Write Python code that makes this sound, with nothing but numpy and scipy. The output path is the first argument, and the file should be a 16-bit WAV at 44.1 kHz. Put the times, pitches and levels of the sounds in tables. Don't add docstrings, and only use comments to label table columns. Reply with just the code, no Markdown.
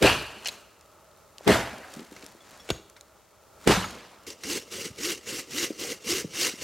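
import sys
import numpy as np
from scipy import signal
from scipy.fft import rfft, irfft, next_fast_len
from scipy.io import wavfile
from scipy.ndimage import uniform_filter1d

SR = 44100
rng = np.random.default_rng(int(sys.argv[2]) if len(sys.argv) > 2 else 0)


def unload_audio(sound):
    columns = np.transpose(np.atleast_2d(sound))
    steps = np.round(np.clip(columns, -1, 1) * 32767)
    wavfile.write(sys.argv[1], SR, steps.astype(np.int16))


N = 292383
TIME = np.arange(N) / SR
SAW_FROM_S = 4.265


def amp(db):
    return 10 ** (np.asarray(db) / 20)


def unit(x):
    return x / np.sqrt(np.mean(x ** 2) + 1e-20)


def add(mix, start_s, sound):
    start = round(start_s * SR)
    part = mix[max(start, 0):]
    sound = sound[max(-start, 0):][:len(part)]
    part[:len(sound)] += sound


def colour(x, points, lifts=()):
    size = next_fast_len(len(x) + 2048)
    hz = np.fft.rfftfreq(size, 1 / SR)
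    point_hz, point_db = np.transpose(points)
    shape_db = np.interp(np.log(hz + 1), np.log(point_hz), point_db)
    peaks_db = sum(lift / (1 + (2 * (hz - centre) / width) ** 2) for centre, width, lift in lifts)
    return irfft(rfft(x, size) * amp(shape_db + peaks_db), size)[:len(x)]


def noise(size, spectrum):
    return colour(rng.standard_normal(size), spectrum)


def band(x, lo_hz, hi_hz, order=2):
    return signal.sosfilt(signal.butter(order, [lo_hz, hi_hz], "band", fs=SR, output="sos"), x)


def noise_band(size, centre_hz, width_hz, order=2):
    return unit(band(rng.standard_normal(size), centre_hz - width_hz / 2, centre_hz + width_hz / 2, order))


def grains(size, per_s, spread_db):
    strength = amp(spread_db * np.minimum(rng.exponential(1, size), 4)) * rng.choice([-1, 1], size)
    return unit(strength * (rng.random(size) < per_s / SR))


def drift(size, cutoff_hz):
    return unit(signal.sosfilt(signal.butter(2, cutoff_hz, fs=SR, output="sos"), rng.standard_normal(size)))


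def steadied(x, window_s):
    size = int(window_s * SR)
    power = uniform_filter1d(uniform_filter1d(x ** 2, size), size)
    return x / np.sqrt(abs(power) + 1e-12)


def surge(t, rise_db_per_s, t60_s):
    return amp(rise_db_per_s * np.minimum(t, 0) - 60 * np.maximum(t, 0) / t60_s)


def bounce(x, strength, within_s, count=6):
    out = x.copy()
    for delay_s, sign in zip(rng.uniform(.1, 1, count) * within_s, rng.choice([-1, 1], count)):
        add(out, delay_s, x * sign * strength)
    return out / np.sqrt(1 + count * strength ** 2)


def patchy(x, depth_db=2):
    spectra = signal.stft(x, nperseg=256, noverlap=192)[2]
    patches = uniform_filter1d(rng.standard_normal(spectra.shape), size=3, axis=0)
    patches = unit(uniform_filter1d(patches, size=16, axis=1))
    return signal.istft(spectra * amp(depth_db * patches), nperseg=256, noverlap=192)[1][:len(x)]


# frequency_hz, gain_db
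WIND_SPECTRUM = [(15, -61.5), (25, -32), (64, -3), (99, -7.5), (277, -14.5), (427, -7), (489, -9.5),
                 (641, -2.5), (734, -19), (796, -8), (936, -11), (1020, -13), (1330, -7), (1610, -25.5),
                 (16000, -31.5)]
def breeze(wind_db=-59.5, swell_db=1.6, hiss_db=-71.5):
    wind = unit(noise(N, WIND_SPECTRUM)) * amp(wind_db + swell_db * drift(N, 3.2))
    return wind + amp(hiss_db) * rng.standard_normal(N)


def echo_envelope(t, peak_s=0.047, rise_db_per_s=111):
    near = amp(-2.5) * surge(t - peak_s, rise_db_per_s, t60_s=0.43)
    far = amp(-16.5) * surge(t - peak_s, rise_db_per_s, t60_s=1.336)
    return np.hypot(near, far)


def forest_reverb(x, wet_db=-17):
    taps = grains(SR, per_s=3000, spread_db=2.9) * echo_envelope(np.arange(SR) / SR)
    return amp(wet_db) * signal.fftconvolve(x, taps / np.linalg.norm(taps))[:N]


def flanks(x, spectrum):
    t = np.arange(SR // 16) / SR
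    taps = grains(len(t), per_s=4000, spread_db=1) * surge(t, 0, t60_s=0.085)
    return colour(signal.oaconvolve(x, taps / np.linalg.norm(taps))[:N], spectrum)


def falling_chips(flight_s=0.19, level_db=-58):
    shower = sum(surge(TIME - start_s - flight_s, 120, t60_s=1.7) for start_s, *_ in AXE_BLOWS)
    patter = bounce(grains(N, per_s=76, spread_db=4), strength=.5, within_s=.004)
    return unit(band(patter, 3000, 9000, order=1)) * shower * amp(level_db)


# middle_s, length_s, level_db
BLADE_RUBS = [(.49, 0.21, -50.5), (1.95, 0.25, -51), (2.213, 0.26, -52), (2.533, 0.28, -53),
              (2.709, 0.11, -46.5)]
# frequency_hz, gain_db
LITTER_SPECTRUM = [(300, 2.5), (1500, 2.5), (3500, -5), (7000, -5), (16000, -27)]
RUBBED_LOG_SPECTRUM = [(80, -12.5), (220, -0.5), (480, -1), (1000, -13), (3000, -34)]
def rustle(stir_db=-44, rest_db=-64.5, crumbs_db=-8.5, body_db=-9):
    stirs = [amp(stir_db) * surge(TIME - start_s, 203, t60_s=0.69) for start_s, *_ in AXE_BLOWS]
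    arches = [amp(db) * np.exp(-(2 * (TIME - middle_s) / length_s) ** 2)
              for middle_s, length_s, db in BLADE_RUBS]
    rub = np.linalg.norm(arches, axis=0)
    level = np.linalg.norm(stirs + [rub, amp(rest_db) * (TIME < SAW_FROM_S)], axis=0)
    crumbs = bounce(grains(N, per_s=93, spread_db=2.4), strength=0.55, within_s=.003)
    crumbs = amp(crumbs_db) * unit(band(crumbs, 2240, 9000, order=1))
    needles = unit(colour(grains(N, per_s=5000, spread_db=3), LITTER_SPECTRUM))
    body = amp(body_db) * unit(noise(N, RUBBED_LOG_SPECTRUM))
    return (needles + crumbs) * level + body * rub


# start_s, level_db, centre_hz, t60_s
BARK_SNAPS = [(.447, -34, 4500, .022), (.4742, -13.5, 7000, .003), (0.4843, -21.5, 4500, 0.016),
              (.488, -26, 3070, 0.037), (.8103, -44.5, 5030, .011), (1.383, -29, 4340, 0.005),
              (1.938, -35, 5100, .017), (1.993, -41, 2980, .032), (2.1634, -40, 2200, 0.041),
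              (2.2243, -42, 2500, 0.037), (2.2638, -31, 7000, 0.0063), (2.6898, -32, 2530, 0.036),
              (2.7028, -14.5, 3600, 0.0089), (2.7037, -22.5, 830, .014), (2.7048, -23.5, 2200, 0.039),
              (2.8984, -39, 6420, 0.0092), (2.964, -47.5, 1720, 0.086), (3.01, -35, 7430, 0.0093),
              (4.303, -33, 4520, .02), (4.861, -32, 4520, 0.011)]
def snaps(band_ratio=1.46):
    out, t = np.zeros(N), np.arange(SR // 4) / SR
    for start_s, db, hz, t60_s in BARK_SNAPS:
        fibres = band(rng.standard_normal(len(t)), hz / band_ratio, hz * band_ratio, order=1)
        fibres = bounce(band(fibres, 200, 9600, order=1), strength=.6, within_s=.0025)
        add(out, start_s, steadied(fibres, .0044) * amp(db - 60 * t / t60_s))
    return out


def mode(hz, db, t60_s):
    t = np.arange(SR // 2) / SR
    return amp(db - 60 * t / t60_s) * np.sin(2 * np.pi * hz * t)


# start_s, level_db, pitch_hz, t60_s
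WOOD_KNOCKS = [(.459, -38.5, 765, .05), (.482, -38, 560, 0.056), (1.407, -37, 570, 0.026),
               (1.965, -36, 227.8, 0.13), (1.992, -35.5, 297, .075), (2.014, -39, 257, 0.085),
               (2.117, -39, 294, 0.089), (2.232, -44, 282, 0.094), (2.347, -49.5, 337, 0.12),
               (2.69, -30.5, 447, .04), (2.7012, -17.5, 391, 0.034), (2.704, -30.5, 66.6, .14),
               (2.706, -22, 163, 0.049), (2.719, -40.5, 322, 0.18), (3.842, -27.5, 1294, 0.044),
               (4.861, -31, 221, 0.035), (4.904, -27.5, 124, 0.036), (5.703, -24.5, 315, 0.061),
               (5.846, -33.5, 450, 0.048), (6.13, -31.5, 120, 0.035), (6.2441, -18.5, 270, .025),
               (6.246, -31, 153.5, 0.091), (6.535, -29.5, 242, 0.028)]
# pitch_ratio, gain_db
WOOD_MODES = [(.68, -5), (1, 0), (1.3, -4), (1.72, -7.5), (2.3, -25)]
def knocks():
    out = np.zeros(N)
    for start_s, db, hz, t60_s in WOOD_KNOCKS:
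        for k, (ratio, gain_db) in enumerate(WOOD_MODES):
            add(out, start_s, (-1) ** k * mode(hz * ratio, db + gain_db, t60_s))
    return out


# start_s, level_db, pitch_hz, t60_s
RING_TONES = [(.511, -51, 6600, 0.16), (2.406, -54, 3420, .12), (2.597, -51.5, 3380, 0.18),
              (2.601, -51.5, 5490, 0.15), (2.717, -43, 6640, 0.25), (3.774, -22, 186.5, 0.19),
              (3.85, -44, 6660, 0.35)]
def rings(beat_hz=17, twin_db=-7):
    out = np.zeros(N)
    for start_s, db, hz, t60_s in RING_TONES:
        add(out, start_s, mode(hz, db, t60_s) + mode(hz + beat_hz, db + twin_db, t60_s))
    return out


# time_s, level_db, slip_rate_hz
SQUEAK_PATH = [(0.456, -32, 490), (.459, -29, 550), (0.465, -32, 800), (0.471, -29, 720), (0.479, -33, 250)]
# frequency_hz, gain_db
SQUEAK_SPECTRUM = [(300, -15), (1500, -14), (2400, -2), (3000, 1), (4200, -4), (6000, -3), (8000, -13),
                   (16000, -38.5)]
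def squeak(jitter=.14):
    time_s, db, rate_hz = np.transpose(SQUEAK_PATH)
    out, t = np.zeros(N), np.arange(time_s[0], time_s[-1], 1 / SR)
    cycles = np.cumsum(np.interp(t, time_s, rate_hz) * (1 + jitter * drift(len(t), 400))) / SR
    slips = unit(np.diff(np.floor(cycles), prepend=0)) * amp(2 * drift(len(t), 400))
    slips += 0.29 * rng.standard_normal(len(t))
    tone = colour(bounce(slips, strength=0.4, within_s=.0012), SQUEAK_SPECTRUM)
    add(out, time_s[0], unit(tone) * amp(np.interp(t, time_s, db)))
    return out


def stroke_pressure_db(t, swell_s, hold_s, lean_db, turn_s, run_out_db_per_s=105):
    lifted_s = swell_s + hold_s + 0.03
    slide = [(-2 * turn_s, -52), (-turn_s, -26), (-.005, -17.5)]  # time_s, level_db
    cut = [(0, -12), (swell_s, -lean_db / 2), (swell_s + hold_s, lean_db / 2), (lifted_s, lean_db / 2 - 12)]
    return np.interp(t, *np.transpose(slide + cut)) - run_out_db_per_s * np.maximum(t - lifted_s, 0)


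# frequency_hz, gain_db
RASP_SPECTRUM = [(410, -37), (700, -12.5), (898, -17), (1140, -11), (1800, -8.5), (2100, -1), (2530, -7.5),
                 (2800, -2), (3410, -7.5), (5690, 0), (11500, -13), (13000, -14), (16000, -20.5)]
# centre_hz, width_hz, lift_db
BLADE_RESONANCES = [(2140, 270, -1.5), (2790, 320, 3.5), (5340, 480, -2)]
def rasp(teeth, regular, tooth_depth=0.16, flutter_db=1.27):
    size = len(teeth)
    tearing = grains(size, per_s=12000, spread_db=1.6) * (1 + tooth_depth * np.sqrt(regular) * teeth)
    tearing *= amp(flutter_db * drift(size, 58))
    tearing += .33 * grains(size, per_s=170, spread_db=3)
    tearing = colour(patchy(tearing), [(2000, 0), (10000, -3)])
    return unit(colour(tearing, RASP_SPECTRUM, BLADE_RESONANCES))


# frequency_hz, gain_db
BRANCH_SPECTRUM = [(25, -24), (100, -11), (190, -8.5), (290, -3), (370, -1.5), (480, -0.5), (570, -7.5),
                   (680, -46), (1000, -18), (3000, -58)]
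def branch(teeth, regular):
    rumble = steadied(noise(len(teeth), BRANCH_SPECTRUM), 0.11)
    tone = amp(2 * drift(len(teeth), 33)) * teeth
    return np.sqrt(2 * regular) * tone + np.sqrt(1 - regular) * rumble


# bite_s, swell_s, hold_s, rasp_db, lean_db, catch_db, branch_db, top_tooth_rate_hz, regularity
SAW_STROKES = [(4.266, 0.0028, 0.043, -41, -0.5, -40, -44.5, 450, 0),
               (4.436, 0.069, 0.067, -31, -2.5, -33, -37, 340, 0.32),
               (4.703, 0.022, 0.15, -38, -0.5, -55, -44, 480, 0.06),
               (4.983, 0.077, 0.0708, -30.5, -4, -43, -36.5, 356, 0.73),
               (5.259, 0.018, 0.12, -35, 3, -47, -41.5, 470, 0),
               (5.509, 0.067, 0.07, -29.5, 3.5, -39, -36.5, 346, 0.73),
               (5.783, 0.0234, 0.12, -35, 0.5, -55, -41, 490, 0.23),
               (6.045, 0.053, 0.11, -30, -6, -44, -35, 380, 0.68),
               (6.339, 0.065, 0.072, -26, 2, -42, -38.5, 360, 0.52),
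               (6.604, 0.021, 0.085, -35.5, -8, -55, -42.5, 470, 0.1)]
def saw(lead_s=0.01204, coast_s=0.0753, turn_s=0.049, turn_db=-4, jitter=0.042, zing_db=-41):
    out, turning = np.zeros(N), np.zeros(N)
    t = np.arange(-SR // 12, 2 * SR // 5) / SR
    for bite_s, swell_s, hold_s, rasp_db, lean_db, catch_db, branch_db, top_hz, regularity in SAW_STROKES:
        pressure_db = stroke_pressure_db(t, swell_s, hold_s, lean_db, turn_s)
        progress = np.clip((t + lead_s) / (lead_s + swell_s + hold_s + coast_s), 0, 1)
        rate_hz = top_hz * abs(np.sin(np.pi * progress)) ** 0.7 * (1 + jitter * drift(len(t), 78))
        teeth = np.cos(2 * np.pi * np.cumsum(rate_hz) / SR)
        regular = regularity * np.exp(-((progress - .4) / 0.27) ** 4)
        judder = (1 - regular) * drift(len(t), 41)
        catch = amp(catch_db) * surge(t, 0, t60_s=0.033) * (t >= 0)
        cutting = rasp(teeth, regular) * np.hypot(amp(rasp_db + pressure_db + 0.95 * judder), catch)
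        dull = band(cutting, 30, 5800, order=1)
        cutting = dull + (cutting - dull) * amp(0.15 * pressure_db)
        shaking = branch(teeth, regular) * amp(branch_db + 0.94 * pressure_db + 2.5 * judder)
        zing = noise_band(len(t), centre_hz=12950, width_hz=450) * regular ** 3 * amp(zing_db)
        add(out, bite_s + t[0], cutting + shaking + zing)
        add(turning, bite_s + t[0], np.exp(-((t + turn_s) / 0.019) ** 2))
    return out * amp(turn_db * turning) * (TIME >= SAW_FROM_S)


# frequency_hz, gain_db
JOLT_SPECTRUM = [(60, -12), (300, 5), (600, -3), (1500, -22), (3500, -18.5), (8000, -48)]
def jolts():
    out, t = np.zeros(N), np.arange(-SR // 50, SR // 5) / SR
    for start_s, *_, jolt_db in AXE_BLOWS:
        shock = steadied(noise(len(t), JOLT_SPECTRUM), .01)
        add(out, start_s + t[0], shock * amp(jolt_db) * surge(t, 2505, t60_s=0.028))
    return out


# frequency_hz, gain_db
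ECHO_SPECTRA = [
    [(120, -26), (200, -2.5), (465, -1), (509, -4), (635, -1.5), (1000, -2), (1650, -1.5), (2090, -7),
     (2860, 1), (3690, -8.5), (4520, -5), (5130, -12.5), (11900, -21), (16000, -35)],
    [(120, -28), (200, -4), (440, -7.5), (659, -2.5), (1080, -9), (1620, -7.5), (2290, -10.5), (13100, -31),
     (16000, -48)],
    [(120, -33), (200, -7), (366, -7), (548, -8.5), (986, -7), (1080, -8), (1450, -10), (1770, -9.5),
     (2170, -10.5), (4770, -14.5), (14600, -33), (16000, -57)],
]
def trunk_scatter(t, blow, treble_loss_db_per_s=14):
    echoes = colour(grains(len(t), per_s=6000, spread_db=1.4), ECHO_SPECTRA[blow])
    echoes *= amp(0.2 * drift(len(t), 123))
    echoes = unit(band(patchy(echoes), 150, 17540))
    dull = band(echoes, 30, 1800, order=1)
    return dull + (echoes - dull) * amp(-treble_loss_db_per_s * np.maximum(t, 0))


# frequency_hz, gain_db
GROUND_SPECTRUM = [(20, -25), (40, -9), (70, -1), (120, -0.5), (180, -11.5), (300, -44), (800, -76)]
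def ground_thud(t, t60_s=0.52):
    onset = np.clip((t + 0.0086) / 0.018, 0, 1)
    return steadied(noise(len(t), GROUND_SPECTRUM), 0.036) * onset * surge(t, 0, t60_s)


# pitch_hz, level_db
LOG_MODES = [(182, -8), (224, -5), (298, -4), (355, -4), (422, 2), (512, -3.5), (642, -8.5)]
# delay_s, level_db, rise_db_per_s, t60_s
LOG_SHOVES = [(-.003, -4.5, 1902, 0.056), (.021, 2.5, 1502, 0.089)]
def log_boom(t, tilt_db_per_octave, waver=0.052, shudder_db=-18):
    shaking = np.zeros(len(t))
    for hz, db in LOG_MODES:
        cycles = np.cumsum(hz * (1 + waver * drift(len(t), 50))) / SR + rng.random()
        shaking += amp(db + tilt_db_per_octave * np.log2(hz)) * np.sin(2 * np.pi * cycles)
    shoves = sum(amp(db) * surge(t - delay_s, rise, t60_s) for delay_s, db, rise, t60_s in LOG_SHOVES)
    last_s, _, last_rise, _ = LOG_SHOVES[-1]
    shudder = amp(shudder_db) * surge(t - last_s, last_rise, t60_s=.17)
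    return steadied(shaking, 0.012) * (shoves + shudder)


# frequency_hz, gain_db
CRACK_SPECTRUM = [(100, 5), (350, 20.5), (900, 5), (3000, 1.5), (8000, -3), (16000, -20.5)]
# start_s, crack_db, boom_db, boom_tilt_db_per_octave, echo_db, thud_db, jolt_db
AXE_BLOWS = [(0.0252, -10.5, -14, 1.5, -15, -24, -21), (1.4774, -13, -12, -4, -15, -24.5, -14),
             (3.675, -9, -16.5, -8, -17, -25, -18)]
def chops(crack_t60_s=0.024, split_db=-24):
    out, t = np.zeros(N), np.arange(-SR // 50, 3 * SR // 2) / SR
    tail = echo_envelope(t) * np.where(t < 0, amp(-4.5 + 1400 * np.minimum(t, 0)), 1)
    for blow, (start_s, crack_db, boom_db, tilt, echo_db, thud_db, _) in enumerate(AXE_BLOWS):
        crack = amp(crack_db) * unit(noise(len(t), CRACK_SPECTRUM)) * surge(t, 0, crack_t60_s) * (t >= 0)
        boom = amp(boom_db) * log_boom(t, tilt)
        thud = amp(thud_db) * ground_thud(t)
        echo = amp(echo_db) * trunk_scatter(t, blow) * tail
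        add(out, start_s + t[0], crack + boom + thud + echo)
    split_ring = noise_band(len(t), centre_hz=2640, width_hz=580, order=5)
    add(out, AXE_BLOWS[0][0] + t[0], amp(split_db) * split_ring * tail)
    return out


# frequency_hz, gain_db
AXE_SIDE = [(50, -18), (300, -20.5), (900, -16.5), (2000, -20), (3700, -29), (5500, -9), (8000, -4.5),
            (14000, -7.5)]
SAW_SIDE = [(50, -19), (300, -20), (900, -24), (2500, -60), (6000, -55), (14000, -54)]
BREEZE_SIDE = [(60, -20), (150, -3.5), (380, -8), (950, -9.5), (2380, -28), (5980, 2.5), (15000, -6)]
def scene(close_side_db=-19):
    axe, sawing = chops(), saw()
    close = snaps() + knocks() + rings() + squeak() + rustle() + falling_chips()
    mid = axe + sawing + breeze() + close + forest_reverb(close)
    side = jolts() + flanks(axe, AXE_SIDE) + flanks(sawing, SAW_SIDE) + colour(breeze(), BREEZE_SIDE)
    side += amp(close_side_db) * bounce(close, strength=1, within_s=.008)
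    return np.array([mid + side, mid - side])


def record(dry, low_cut_hz=35, ceiling=.75, high_cut_hz=16000):
    thinned = signal.sosfilt(signal.butter(2, low_cut_hz, "high", fs=SR, output="sos"), dry)
    limited = thinned / (1 + (thinned / ceiling) ** 4) ** .25
    low_pass = signal.firwin(511, high_cut_hz, window=("kaiser", 9), fs=SR)
    return signal.oaconvolve(limited, low_pass[None], "same")


dry = scene()
out = record(dry)
unload_audio(out)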